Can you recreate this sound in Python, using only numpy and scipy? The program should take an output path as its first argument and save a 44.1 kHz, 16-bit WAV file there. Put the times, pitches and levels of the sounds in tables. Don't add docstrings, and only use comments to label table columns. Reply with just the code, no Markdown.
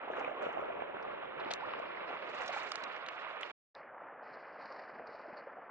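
import sys
import numpy as np
from scipy import signal
from scipy.fft import rfft, irfft
from scipy.io import wavfile

SR = 44100
rng = np.random.default_rng(int(sys.argv[2]) if len(sys.argv) > 2 else 0)


def master(y):
    cut = np.clip(np.atleast_2d(y).T, -1, 1)
    pcm = np.round(cut * 32767)
    wavfile.write(sys.argv[1], SR, pcm.astype(np.int16))


N = 251370
TIME = np.arange(N) / SR
CUTOFF_HZ = 11000
BANDS_PER_OCTAVE = 4
BAND_HZ = 25 * 2 ** (np.arange(30) / BANDS_PER_OCTAVE)


def from_db(db):
    return 10 ** (np.asarray(db) / 20)


def unit_rms(x):
    return x / np.sqrt(np.mean(x ** 2) + 1e-20)


def in_time(rows):
    s, *columns = np.transpose(rows)
    return np.array([np.interp(TIME, s, c) for c in columns])


def at_hz(points, hz):
    point_hz, values = np.transpose(points)
    return np.interp(np.log(hz), np.log(point_hz), values)


def drift(rate):
    step, settle = 40, 2000
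    pole = np.exp(-2 * np.pi * rate * step / SR)
    white = rng.standard_normal(N // step + settle + 2)
    slow = signal.lfilter([1], [1, -2 * pole, pole * pole], white)[settle:]
    return np.interp(np.arange(N) / step, np.arange(len(slow)), unit_rms(slow))


def pan(balance_db):
    gains = from_db(np.array([[.5], [-.5]]) * balance_db)
    return gains / np.sqrt(np.mean(gains ** 2, axis=0))


def add(out, s, sound, balance_db, lag_ms):
    for side, gain, start in zip(out, pan(balance_db), (s + lag_ms / 1000, s)):
        i = int(np.clip(start * SR, 0, N))
        side[i:i + len(sound)] += gain * sound[:N - i]


def dulled(x, top_hz):
    return signal.sosfilt(signal.butter(8, min(top_hz, CUTOFF_HZ), fs=SR, output="sos"), x)


def wash(waves, lull):
    onset_s, foam_build, foam_drain = .008, 0.6, 1.07
    power = from_db(lull)[:, None] ** 2
    for crest, breaks, rise, fall, *crest_db in waves:
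        early = np.maximum(crest - TIME, 0) / rise
        late = np.maximum(TIME - crest, 0) / fall
        unbroken = np.maximum(breaks - TIME, 0) / onset_s
        water = np.exp(-np.minimum(early ** 2 + late, 20))
        froth = np.exp(-np.minimum(unbroken + foam_build * early ** 4 + foam_drain * late, 20))
        shapes = np.array([water, water] + [froth] * (len(crest_db) - 2))
        power = power + (from_db(crest_db)[:, None] * shapes) ** 2
    return 10 * np.log10(power)


WASH_HZ = [520, 1150, 2370]
def band_levels(slosh_db, rush_db, fizz_db, colour, level_db, usual_fizz_db):
    splash_db = 0.73 * rush_db + 0.16 * (fizz_db - usual_fizz_db)
    shares = np.array([np.interp(np.log(BAND_HZ), np.log(WASH_HZ), row) for row in np.eye(3)])
    swell = from_db(level_db + shares.T @ [slosh_db, rush_db, splash_db])
    steady = from_db(at_hz(colour, BAND_HZ)) * np.sqrt(BAND_HZ)
    return swell * (steady / np.linalg.norm(steady))[:, None]


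def churn(levels, likeness, balance_db, slosh_lead_ms, rush_lag_ms,
          surge_db, patchy_db, surge_hz, patchy_hz):
    out, white = np.zeros((2, N)), rng.standard_normal((2, 2, N))
    surge = surge_db * drift(surge_hz)
    for k, hz in enumerate(BAND_HZ):
        if k % BANDS_PER_OCTAVE == 0:
            shadow = hz / (hz + 180)
            lumps = unit_rms(from_db(surge + patchy_db * drift(patchy_hz))) * pan(shadow * balance_db)
        edges = hz * 2 ** (np.array([-.5, .5]) / BANDS_PER_OCTAVE)
        band = signal.butter(2, edges, "band", fs=SR, output="sos")
        mid, side = unit_rms(signal.sosfilt(band, white[k % 2]))
        alike = at_hz(likeness, hz)
        mid, side = mid * np.sqrt((1 + alike) / 2), side * np.sqrt((1 - alike) / 2)
        lead_ms = slosh_lead_ms if hz < 900 else -rush_lag_ms
        left = np.interp(TIME + lead_ms / 1000, TIME, mid + side)
        out += levels[k] * lumps * np.array([left, mid - side])
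    return out


def bubble(hz, cycles, rise):
    age = np.arange(int(6 * cycles / hz * SR)) * hz / (cycles * SR)
    swell = (1 - np.exp(-age / .22)) ** 2 * np.exp(-age)
    return swell / swell.max() * np.sin(2 * np.pi * cycles * (age + rise * age ** 2 / 2))


def bubbling(levels, level_db, spread_db, cycles, balance_db, scatter_db, lag_ms, count):
    out = np.zeros((2, N))
    for when, pitch, size, life, place in rng.random((count, 5)):
        i, hz = int(when * N), 230 * (3000 / 230) ** pitch
        strength = levels[np.argmin(abs(np.log(BAND_HZ / hz))), i]
        size_db = level_db + spread_db * min(-np.log(1 - size), 3)
        ring = strength * from_db(size_db) * bubble(hz, cycles * 2 ** (2 * life - 1), rise=0.053)
        add(out, when, ring, balance_db[i] + scatter_db * (2 * place - 1), 2 * place * lag_ms)
    return out


def foam(swell_db, colour, level_db, pops_per_s, spread_db, clump_db, side_db):
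    born = rng.random((2, N)) < pops_per_s / SR
    sizes = from_db(spread_db * np.minimum(rng.exponential(1, (2, N)), 4))
    pops = born * sizes * rng.choice([-1, 1], (2, N)) * from_db(clump_db * drift(26))
    hz = np.maximum(np.fft.rfftfreq(N, 1 / SR), 1)
    mid, side = irfft(rfft(pops) * from_db(at_hz(colour, hz)), N)
    side = side * from_db(side_db)
    return from_db(level_db + swell_db) * unit_rms(np.array([mid + side, mid - side]))


# crest, break, rise and fall in seconds,
# then relative levels of slosh, rush, fizz and spray at the crest in dB.
NEAR_WAVES = [(.2, 0.108, 0.066, 0.073, -1.5, 3, -67, -73), (.44, 0.42, 0.038, 0.089, 4.5, 1, -65, -72),
              (.59, .56, 0.053, 0.41, 5, -14, -85.5, -108), (.98, 0.99, 0.054, 1, 1.5, -6, -73.5, -108),
              (1.47, 1.45, 0.14, 0.14, 1.5, -1, -61, -91.5), (1.72, 1.55, 0.18, 0.76, 0.5, -1.5, -62, -90),
              (2.12, 2.08, 0.17, 0.62, -3.5, -3, -61.5, -84.5),
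              (2.42, 2.21, 0.12, 0.15, -3.5, 1.5, -54.5, -65),
              (2.56, 2.525, 0.042, 0.16, -7, 3.5, -47.5, -60),
              (2.84, 2.87, 0.058, 0.28, -7.5, -0.5, -58.5, -95.5),
              (3.25, 2.98, 0.16, 0.28, -13, -1.5, -60.5, -78),
              (3.45, 3.41, 0.055, 0.4, -8, -6.5, -56, -70.5)]
NEAR_LULL = (-9, -3.5, -77, -114)
# frequency in Hz, relative density in dB.
NEAR_COLOUR = [(25, -29), (100, -24.5), (170, -16.5), (250, -13.5), (400, -5), (570, 0.5), (900, -4.5),
               (1250, -3), (1700, -8), (2500, -9), (3200, -16), (3800, -12.5)]
NEAR_FOAM_COLOUR = [(2600, -19.5), (3600, 2.5), (4100, 1.5), (4700, -2.5), (5300, -6), (6000, -30.5),
                    (7500, -41.5), (11000, -56)]
SPRAY_COLOUR = [(4500, -16.5), (5700, -1.5), (7400, -5), (8400, -17.5), (9500, -26.5), (10500, -47)]
# frequency in Hz, left-right likeness from 0 to 1.
NEAR_LIKENESS = [(60, 0.3), (300, 0.6), (600, 0.45), (1200, 0.9), (2200, 0.6), (3500, 0.72)]
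# time in seconds, balance in dB, slosh's lead at the left in ms.
BEARING = [(0, -2, 0.86), (.9, -2, 0.78), (1.3, -4.5, 0.89), (1.7, -3.5, 0.83), (2.1, -3.5, 0.24),
           (2.5, -5.5, 0.15), (3.5, -6, 0)]
RUSH_LAG_MS = 0.12
def near_water():
    slosh_db, rush_db, fizz_db, spray_db = wash(NEAR_WAVES, NEAR_LULL)
    levels = band_levels(slosh_db, rush_db, fizz_db, NEAR_COLOUR, level_db=-41.5, usual_fizz_db=-60.5)
    balance_db, slosh_lead_ms = in_time(BEARING)
    rush = churn(levels, NEAR_LIKENESS, balance_db, slosh_lead_ms, RUSH_LAG_MS,
                 surge_db=1.0, patchy_db=1.78, surge_hz=22, patchy_hz=120)
    bubbles = bubbling(levels, level_db=3.5, spread_db=2.0, cycles=1.93,
                       balance_db=balance_db, scatter_db=12.5, lag_ms=RUSH_LAG_MS, count=2000)
    fizz = foam(fizz_db, NEAR_FOAM_COLOUR, level_db=-6.0, pops_per_s=4100,
                spread_db=0.0, clump_db=3.0, side_db=3.0)
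    spray = foam(spray_db, SPRAY_COLOUR, level_db=-2.0, pops_per_s=1600,
                 spread_db=0.5, clump_db=4.0, side_db=1.0)
    spray_pan = pan(15 + 2 * balance_db)
    return dulled(rush + bubbles, top_hz=3270) + fizz + spray * spray_pan


# start in seconds, pitch in Hz, peak in dB,
# decay time in cycles, balance in dB, lead at the left microphone in ms.
GULPS = [(0.103, 636, -29, 1.1, 1, 0.7), (.135, 1500, -33.5, 4.3, -3, -0.063),
         (.183, 520, -34.5, 3, -10, 0.47), (.208, 760, -32, 4, -6, 0.41), (.217, 960, -34, 1.2, -3, .2),
         (0.2466, 2220, -30.5, 3.8, 3, 0.081), (.2762, 590, -26.5, 2.2, -7.5, 0.68),
         (.314, 634, -30.5, 2.2, -3, 0.4), (.43, 721, -30, 1.5, -2, 0.64), (0.466, 520, -25, 1.3, 4, 0.7),
         (.489, 637, -30.5, 2.4, -1, 0.37), (0.5727, 760, -24.5, 1.35, -6, 0.45),
         (0.5951, 670, -26, 1.1, 6.5, 0.69), (.6124, 1180, -38, 3.3, 1, -.08),
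         (.624, 550, -31, 2.2, -4, 0.33), (.631, 1270, -39, 5.4, 0.5, 0.013),
         (.679, 1480, -44, 6, -4, -.07), (0.7017, 620, -31, 2.6, 3, 0.34), (0.7542, 535, -37, 1.4, 3, 0.33),
         (.793, 673, -36, 1.9, -2, 0.35), (0.8214, 690, -25, 1.07, -6, 0.38),
         (0.876, 1360, -48, 4, -4, -0.23), (.944, 625, -33, 1.6, -7, .49),
         (.968, 1375, -34, 2.4, -6, 0.038), (.995, 1270, -43, 6.4, -2.5, -0.12),
         (1.096, 1030, -42, 7.9, 0, 0.14), (1.118, 1260, -42, 5, -3, -.1), (1.133, 494, -40.5, 5, -6, 0.25),
         (1.445, 700, -34.5, 1.8, -10, 0.33), (1.461, 338, -39, 1.8, -8, .4),
         (1.51, 674, -32, 2.3, 9, 0.39), (1.736, 1070, -29.5, 1.9, -4, 0.22),
         (1.7995, 625, -31, 1.7, 5, 0.46), (1.826, 1040, -38, 4, -2, -0.16),
         (1.972, 1847, -36, 4.3, -8, 0.12), (2.104, 760, -39, 3.5, -4, 0.055),
         (2.491, 637, -31.5, 4.1, -6, -0.14), (2.563, 762, -31.5, 3.6, -5, 0),
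         (2.718, 1150, -32.5, 3.2, -7, -0.02), (2.8122, 980, -37.5, 3.2, -7, -0.13),
         (3.266, 1010, -36.5, 3.1, -6, -.05), (4.019, 597, -41.5, 1.7, 0.5, 0),
         (4.371, 704, -42, 2.1, 0.5, 0.086), (4.653, 288, -52, 1.2, -2, 0), (4.711, 1060, -43, 3.1, 3, 0),
         (4.946, 726, -46, 1.9, 1, 0), (4.996, 725, -37, 1.5, 1, 0.091),
         (5.002, 500, -42.5, 1.9, -1, 0.052), (5.005, 264, -56.5, 1.6, 0, -0.076),
         (5.092, 464, -42, 0.92, 0, 0.046), (5.146, 596, -40, 2.7, 1, 0),
         (5.255, 570, -48, 3.2, 0.5, 0.033), (5.283, 367, -47, 1.6, -1, 0),
         (5.328, 230, -48.5, 1.3, 0.5, 0), (5.336, 790, -40, 2.7, 2, 0), (5.47, 512, -39, 2.5, -1, -0.022),
         (5.568, 636, -42, 3.3, 0, 0.12), (5.584, 680, -41, 3.3, -1, 0)]
def gulps():
    out, rise_per_cycle = np.zeros((2, N)), 0.022
    for s, hz, peak_db, cycles, balance_db, lead_ms in GULPS:
        add(out, s, from_db(peak_db) * bubble(hz, cycles, rise_per_cycle * cycles), balance_db, -lead_ms)
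    return out


# start
# in seconds, level in dB, length in seconds, # band bottom and top in Hz, balance in dB, lag at the left
# microphone in ms.
SPLATS = [(0.194, -67, 0.0064, 4500, 7050, 6, 0), (0.422, -72, 0.0082, 5500, 7600, 10, 0.0061),
          (0.527, -75, .005, 5000, 6900, 11, 0.024), (0.727, -83.5, 0.011, 4000, 5560, -3, 0.039),
          (1.026, -67, 0.0051, 4000, 5700, 10, 0.024), (1.397, -57, 0.016, 2400, 4230, 0, 0.045),
          (1.447, -50.5, 0.0027, 2600, 4200, -2, 0.057), (1.5066, -39, 0.014, 704, 3720, -2, 0.088),
          (1.5127, -38.5, 0.0034, 800, 4700, 12, 0.066), (1.518, -68, 0.046, 4480, 7500, 6, .05),
          (1.5367, -33, 0.0018, 1670, 5420, 14, 0.029), (1.736, -41.5, 0.0022, 1200, 3050, 9, 0.051),
          (1.7935, -70, .004, 5000, 7370, 7, 0.043), (2.433, -58, 0.0077, 3000, 6100, -10, 0.14),
          (2.46, -57.5, 0.013, 3000, 6560, -11, .12), (2.478, -45.5, 0.0077, 2820, 5770, -5, 0.13),
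          (2.7178, -35, 0.0035, 700, 5260, -7, .095), (2.7562, -36, 0.0026, 700, 5760, -7, 0.071),
          (2.837, -41.5, 0.0035, 1840, 4900, -6, 0.15), (2.963, -60, 0.0039, 3850, 5540, -28, .12),
          (3.063, -43.5, 0.0027, 1280, 4100, -3, 0.045), (3.086, -36, 0.0024, 700, 3900, -2.5, 0.067),
          (3.4108, -56.5, 0.0019, 5250, 8500, -11, 0.091), (3.431, -31.5, 0.0019, 1910, 3140, -1, 0.063),
          (3.7504, -52, .0012, 3580, 5060, -1, 0.0032), (4.337, -71, 0.014, 4000, 5000, 2, 0),
          (4.656, -60.5, .005, 4050, 5200, -.5, 0), (4.723, -62.5, 0.0045, 4400, 5400, -1, 0),
          (5.07, -62.5, 0.0064, 4200, 5120, -1.5, 0), (5.369, -65.5, 0.03, 4180, 4850, 0, 0)]
def splats():
    out, age = np.zeros((2, N)), TIME[:SR // 20]
    patter = from_db(-24.5) * np.exp(-age / 0.0085)
    for s, level_db, length, low_hz, high_hz, balance_db, lag_ms in SPLATS:
        burst = rng.choice([-1, 1], len(age)) * (np.exp(-(age / length) ** 1.58) + patter)
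        band = signal.butter(3, [low_hz, high_hz], "band", fs=SR, output="sos")
        crackle = dulled(signal.sosfilt(band, burst), top_hz=1.86 * high_hz)
        crackle = crackle / np.sqrt(np.sum(crackle ** 2) / (length * SR))
        add(out, s, from_db(level_db) * crackle, balance_db, lag_ms)
    return out


# start and length in seconds, first and last pitch in Hz,
# peak before the waver in dB, balance in dB.
BLOOPS = [(0.366, 0.036, 1003, 1230, -42.5, 1), (1.615, 0.041, 686, 1370, -37.5, -7.5),
          (1.69, 0.032, 1340, 1420, -47, 0.5), (1.715, 0.022, 1430, 1133, -47, 5)]
def bloops():
    out, waver = np.zeros((2, N)), from_db(2.5 * drift(120))
    for s, length, start_hz, end_hz, peak_db, balance_db in BLOOPS:
        progress = np.linspace(0, 1, int(length * SR))
        phase = 2 * np.pi * np.cumsum(start_hz * (end_hz / start_hz) ** progress) / SR
        swell = np.sqrt(progress * (1 - progress)) * (1 - progress / 2)
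        note = swell / swell.max() * np.sin(phase) * waver[int(s * SR):][:len(progress)]
        add(out, s, from_db(peak_db) * note, balance_db, RUSH_LAG_MS)
    return out


# crest, break, rise and fall in seconds,
# then relative levels of slosh, rush and fizz at the crest in dB.
FAR_WAVES = [(3.76, 3.4, 0.063, 0.042, -12.5, -19, -72), (4.04, 4, 0.1, 0.15, -6.5, 1, -100),
             (4.35, 4.232, 0.13, 0.47, -4.5, -2, -72.5), (4.66, 4.33, 0.085, 0.16, -8, -1.5, -66.5),
             (4.79, 4.7, .04, 0.12, -3.5, -10, -69.5), (5, 3.3, 0.13, 0.18, 1, -2.5, -92),
             (5.13, 5.068, 0.068, 0.16, -10.5, -8.5, -69), (5.3, 5.2, 0.091, 0.094, 0.5, -7, -79),
             (5.39, 5.2, 0.028, .04, -9, -6, -74), (5.59, 6.2, 0.025, 0.016, 0, -14, -103)]
FAR_LULL = (-3.5, -1.3, -109)
# frequency in Hz, relative density in dB.
FAR_COLOUR = [(25, -29), (100, -24.5), (250, -9), (350, -8.5), (570, 1.5), (900, -2.5), (1600, -6),
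              (2000, -10.5), (2500, -21), (3200, -30), (3800, -52)]
FAR_FOAM_COLOUR = [(3200, -23.5), (3900, -4), (4500, 4), (5200, -0.5), (6000, -21.5), (7300, -32.5),
                   (9000, -60.5)]
# frequency in Hz, left-right likeness from 0 to 1.
FAR_LIKENESS = [(60, 0.92), (300, 0.95), (600, .98), (2000, .99)]
def far_water():
    slosh_db, rush_db, fizz_db = wash(FAR_WAVES, FAR_LULL)
    levels = band_levels(slosh_db, rush_db, fizz_db, FAR_COLOUR, level_db=-49.5, usual_fizz_db=-79.5)
    rush = churn(levels, FAR_LIKENESS, balance_db=0, slosh_lead_ms=0, rush_lag_ms=0,
                 surge_db=-0.5, patchy_db=1.62, surge_hz=18, patchy_hz=50)
    bubbles = bubbling(levels, level_db=0.5, spread_db=1.8, cycles=3,
                       balance_db=np.zeros(N), scatter_db=1.2, lag_ms=0, count=1500)
    fizz = foam(fizz_db, FAR_FOAM_COLOUR, level_db=-3.0, pops_per_s=1500,
                spread_db=-1.0, clump_db=2.5, side_db=-18)
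    return dulled(rush + bubbles, top_hz=3000) + fizz


def scene():
    near_end_s, far_start_s = 3.517, 3.744
    near_on = np.clip((near_end_s - TIME) / .004, 0, 1)
    far_on = np.clip((TIME - far_start_s) / .02, 0, 1)
    return near_on * near_water() + far_on * far_water() + gulps() + bloops() + splats()


def record(dry):
    return signal.sosfilt(signal.ellip(8, .1, 70, CUTOFF_HZ, fs=SR, output="sos"), dry)


dry = scene()
out = record(dry)
master(out)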